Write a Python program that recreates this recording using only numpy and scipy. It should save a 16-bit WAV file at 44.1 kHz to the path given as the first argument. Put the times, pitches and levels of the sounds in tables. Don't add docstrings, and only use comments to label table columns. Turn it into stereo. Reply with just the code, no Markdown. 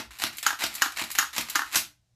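import sys
import numpy as np
from scipy import signal
from scipy.fft import rfft, irfft
from scipy.io import wavfile

SR = 44100
rng = np.random.default_rng(int(sys.argv[2]) if len(sys.argv) > 2 else 0)


def wav_out(sig):
    wavfile.write(sys.argv[1], SR, np.round(np.clip(np.atleast_2d(sig).T, -1, 1) * 32767).astype(np.int16))


N = 94815

# start in seconds, level in dB, brightness in dB per octave,
# spring ping in dB.
CLACKS = [(0.4644, 10, 0, -0.5), (0.8201, 10.5, 0, -1.5), (1.1863, 11.5, 2, 3), (1.556, 9.5, -1.5, -5)]
# start in seconds, level in dB.
REBOUNDS = [(0.5059, 1.5), (0.529, -4), (.860, 1), (.881, -10.5), (1.2276, 0.5), (1.249, -25), (1.593, 3.5),
            (1.6196, -1), (1.634, -12.5)]
# start in seconds, snap in dB, brightness in dB per octave,
# rattle decay in seconds, thud in dB.
SHUTS = [(-.004, -1, -2.5, 0.011, -12.5), (0.2381, 6.5, -0.5, 0.0013, -9.5), (0.6382, 6, -1, 0.0052, -10),
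         (1.015, -3.5, -2, 0.0029, -12.5), (1.381, 5, -1, 0.0065, -10.5), (1.7568, 12, 2, 0.017, -11)]
# start in seconds, level in dB, brightness in dB per octave.
TICKS = [(.1073, -18.5, -1.5), (.1875, -11.5, 3), (.1975, -9, 1), (.2197, 0.8, 0), (.2665, -5, -1.5),
         (.33, -18, 1), (.37, -9, 8), (.3834, -4.5, 3), (.4285, -1.5, 2), (.4583, -8, -3), (.588, -20, 2),
         (.597, -21, 3), (.6095, -9, -4.5), (.6205, -1, -3), (.6644, -4, 2), (.7402, -10, 9.5),
         (.7517, -2, 6.5), (.814, -8, 0.5), (.921, -12, 0.5), (.9625, -12.5, -1), (.9695, -9.5, -1),
         (.9844, -6.5, -3.5), (.9945, -2.5, -1.5), (1.038, -4, 0.5), (1.103, -8.5, 1), (1.114, -1, 6.5),
         (1.1515, -0.5, 1), (1.1809, -2.5, 1), (1.332, -14, 1), (1.3636, -1, 0), (1.409, -2.5, 2),
         (1.4864, -10, -0.5), (1.4981, -1, 4.5), (1.551, -2.5, -3), (1.715, -14, 1), (1.728, -9, 4),
         (1.743, -2, -1)]
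# start in seconds, length in seconds, base level in dB,
# growth over the slide in dB. A slide opens at its base level plus 1.5 times its growth.
SLIDES = [(.11, .075, -39, -5), (.19, .05, -50, 7), (.32, .06, -51.5, 2), (0.435, 0.021, -43, 2),
          (0.589, .053, -45, 7), (.70, 0.12, -47, 3), (.93, .035, -53.5, 1.5), (.965, .06, -36.5, 2.5),
          (1.06, 0.11, -45.5, 0), (1.33, .05, -45.5, 4.5), (1.45, .10, -51, 4), (1.659, 0.052, -51, 2),
          (1.724, 0.036, -45.5, 8.5)]

# frequency in Hz, relative level in dB.
CLACK_COLOUR = [(210, -48.5), (290, -7), (480, -32.5), (790, -17.5), (1160, -4.5), (1490, 1), (1850, 1.5),
                (2350, -12.5), (2950, -2.5), (3400, -12), (6000, -9.5), (6800, -2.5), (8400, -23),
                (12300, -11.5), (15000, -30)]
KNOCK_COLOUR = [(200, -39.5), (290, -14), (450, -37.5), (810, -16), (1000, -14), (1300, -7), (1650, -3),
                (2100, -23), (4000, -19.5), (8000, -42.5), (12000, -30), (15000, -43)]
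SNAP_COLOUR = [(300, -23), (500, -16), (800, -6.5), (1330, -2), (2200, -2), (3500, -1), (6500, -4.5),
               (8600, -10), (12000, -7.5), (13900, -10), (15000, -31.5)]
TICK_COLOUR = [(120, -45), (200, -9.5), (503, -13.5), (761, -3.5), (2250, 3), (3540, -2), (3940, 1.5),
               (5860, -7.5), (7550, -4), (8410, -9.5), (12100, -7), (15000, -14.5)]
AIR_COLOUR = [(25, -18), (60, -10.5), (125, -15.5), (200, -25), (400, -36.5), (700, -32), (1200, -39.5),
              (6400, -37), (15000, -52.5)]
# frequency in Hz, strength in dB.
RECEIVER_MODES = [(815, -9), (1089, -10), (1210, -6), (1268, -6), (1305, -4), (1351, -2), (1409, -3),
                  (1492, 0), (1601, -7), (1672, -3), (1838, -7)]
SPRING_MODES = [(3796, -13), (6389, -10), (6717, 0)]
BODY_MODES = [(104, -6.5), (152, -8), (238, -2), (296, 0.5), (345, -3), (640, -3.5)]

# frequency in Hz, time to fall 60 dB in seconds.
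ROOM_T60 = [(120, 0.38), (700, .24), (1500, 0.23), (5000, 0.23), (13000, 0.2)]
# time in seconds, level in dB.
RUMBLE_LEVELS = [(0, -65), (.13, -56.5), (.25, -70), (1., -67), (1.8, -66), (2.1, -88)]
# frequency in Hz, left over right in dB.
PORT_BALANCE = [(60, 0), (110, 1.5), (200, 8), (400, 1), (1300, 4), (2400, 2), (4400, 3), (8000, 7),
                (14000, -1)]

PORT_LAG_S = 0.00018
RECEIVER_T60_S, SPRING_T60_S, BODY_T60_S = 0.13, 0.1, 0.11


def clacks():
    out = np.zeros((2, N))
    for start, db, tilt_db, ping_db in CLACKS:
        add(out, start, undb(db - 8.5) * knock())
        add(out, start, undb(db) * contact(CLACK_COLOUR, tilt_db, chatter_s=0.0062, touch_db=-14))
        add(out, start, undb(db - 5) * ring(RECEIVER_MODES, RECEIVER_T60_S))
        loose_buzz = contact(SNAP_COLOUR, chatter_s=0.04, touch_db=-7.5, size=8192)
        add(out, start, undb(db - 7) * loose_buzz)
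        add(out, start, undb(ping_db) * ring(SPRING_MODES, SPRING_T60_S))
    for start, db in REBOUNDS:
        add(out, start, undb(db) * knock())
        add(out, start, undb(db - 4) * ring(RECEIVER_MODES, RECEIVER_T60_S))
    return out


def knock():
    return contact(KNOCK_COLOUR, chatter_s=0.0033, touch_db=0)


def shuts():
    snaps, thuds = np.zeros((2, N)), np.zeros((2, N))
    for start, snap_db, tilt_db, rattle_s, thud_db in SHUTS:
        snap = contact(SNAP_COLOUR, tilt_db, chatter_s=rattle_s, touch_db=-7.5)
        add(snaps, start, undb(snap_db) * snap)
        add(thuds, start, undb(thud_db) * ring(BODY_MODES, BODY_T60_S))
    return snaps, thuds


def ticks(ring_hz=2880):
    out = np.zeros((2, N))
    for start, db, tilt_db in TICKS:
        add(out, start, undb(db) * contact(TICK_COLOUR, tilt_db, chatter_s=0.0081, touch_db=-14))
        octaves = 0.6 * rng.uniform(-1.3, 1, 4)
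        modes = [(hz, 0) for hz in ring_hz * 2 ** octaves]
        add(out, start, undb(db - 9 - tilt_db) * ring(modes, t60_s=0.02))
    return out


def slides(grains_per_s=1900):
    t, effort = np.arange(N) / SR, np.zeros(N)
    for start, length, base_db, growth_db in SLIDES:
        along = (t - start) / length
        moving = abs(along - 0.5) < 0.5
        effort += moving * undb(base_db + growth_db * (np.clip(along, 0, 1) + 1.5))
    slips = rng.random(N) < grains_per_s / SR
    sizes = undb(-0.5 * np.minimum(rng.exponential(size=N), 4))
    grains = unit(slips * sizes * rng.uniform(-1, 1, (2, N))) * np.sqrt(N)
    return through(grains * effort, colour(TICK_COLOUR))


def contact(spectrum, tilt_db=0, *, chatter_s, touch_db, size=4096, shared=0.19):
    t = np.arange(size) / SR
    grit = np.repeat(undb(1.5 * rng.standard_normal(size // 32)), 32)
    chatter = unit(rng.standard_normal((3, size)) * grit * np.exp(-t / chatter_s))
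    push = np.sqrt(shared) * chatter[2] + np.sqrt(1 - shared) * chatter[:2]
    push[:, 0] += undb(touch_db)
    push[1] = np.roll(push[1], int(PORT_LAG_S * SR))
    return unit(through(push, colour(spectrum, tilt_db)))


def ring(modes, t60_s, attack_s=0.001, size=16384):
    t, tones = np.arange(size) / SR, 0
    for hz, db in modes:
        stray_db, stray_phase, stray_lag = rng.standard_normal(3)
        lag = np.array([[0], [1 + stray_lag]]) * PORT_LAG_S
        tones += undb(db + stray_db) * np.sin(2 * np.pi * hz * (t - lag) + np.pi * stray_phase)
    attack = 1 - np.exp(-(t / attack_s) ** 2)
    return unit(tones * attack * decay(t, t60_s))


def room_tail(build_s=0.004, size=22050):
    t, hz = np.arange(size) / SR, np.fft.rfftfreq(size, 1 / SR)
    noise, tail = rfft(rng.standard_normal((2, size))), 0
    octave = np.log2(np.clip(hz, 125, 16000) / 125)
    for k in range(8):
        band = irfft(noise * np.maximum(1 - abs(octave - k), 0), size)
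        tail += band * decay(t, on_log(125 * 2 ** k, ROOM_T60))
    build_up = 1 - np.exp(-(t / build_s) ** 2)
    return unit(tail * build_up)


def handling_rumble(centre_hz=61.6, width_hz=16):
    t, hz = np.arange(N) / SR, np.fft.rfftfreq(N, 1 / SR)
    resonance = 1 / (1 + (2 * (hz - centre_hz) / width_hz) ** 2)
    rumble = unit(irfft(rfft(rng.standard_normal(N)) * resonance, N)) * np.sqrt(N)
    return rumble * undb(np.interp(t, *np.array(RUMBLE_LEVELS).T))


def room_tone(air_db=-72, hum_db=-72.5, hum_hz=119.5):
    noise = (rng.standard_normal((2, N)) + rng.standard_normal(N)) / np.sqrt(2)
    air = through(noise, colour(AIR_COLOUR, size=8192))
    hum = np.sqrt(2) * np.sin(2 * np.pi * hum_hz * np.arange(N) / SR)
    return undb(air_db) * air + undb(hum_db) * hum


def colour(points, tilt_db=0, size=2048):
    hz = np.maximum(np.fft.rfftfreq(size, 1 / SR), 1)
    db = on_log(hz, points) + tilt_db * np.log2(np.maximum(hz, 882))
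    low_cut = 1 + (points[0][0] / 2 / hz) ** 2
    cepstrum = irfft(np.log(undb(db) / low_cut))
    cepstrum[1:size // 2] *= 2
    cepstrum[size // 2 + 1:] = 0
    return unit(irfft(np.exp(rfft(cepstrum))))


def on_log(hz, points):
    frequencies, values = np.array(points).T
    return np.interp(np.log(np.maximum(hz, 1)), np.log(frequencies), values)


def add(track, start, sound):
    i = int(round(start * SR))
    sound = sound[:, max(-i, 0):N - i]
    track[:, max(i, 0):max(i, 0) + sound.shape[1]] += sound


def unit(x):
    return x / np.sqrt(np.sum(x ** 2, axis=-1, keepdims=True))


def through(x, response):
    return signal.fftconvolve(np.atleast_2d(x), np.atleast_2d(response), axes=-1)[:, :N]


def decay(t, t60_s):
    return np.exp(-np.log(1000) * t / t60_s)


def pan(left_db):
    return undb(np.array([[left_db], [-left_db]]) / 2)


def undb(db):
    return 10 ** (np.asarray(db) / 20)


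def scene():
    tail = room_tail() * pan(left_db=1.5)

    def in_room(sound, left_db, room_db):
        return sound * pan(left_db) + undb(room_db) * through(sound, tail)

    snaps, thuds = shuts()
    return (in_room(clacks(), left_db=2.5, room_db=-7)
            + in_room(snaps, left_db=1.5, room_db=-2.5)
            + in_room(thuds, left_db=4, room_db=-4)
            + in_room(ticks() + slides(), left_db=2, room_db=-5.5)
            + room_tone() + handling_rumble())


def record(dry):
    size, top_hz = 2 * N, 14700
    left_db = on_log(np.fft.rfftfreq(size, 1 / SR), PORT_BALANCE)
    port_gains = undb(np.array([left_db, -left_db]) / 2)
    ports = irfft(rfft(dry, size) * port_gains, size)[:, :N]
    top_cut = signal.ellip(8, 0.2, 70, top_hz, fs=SR, output="sos")
    return signal.sosfilt(top_cut, np.tanh(ports))


dry = scene()
out = record(dry)
wav_out(out)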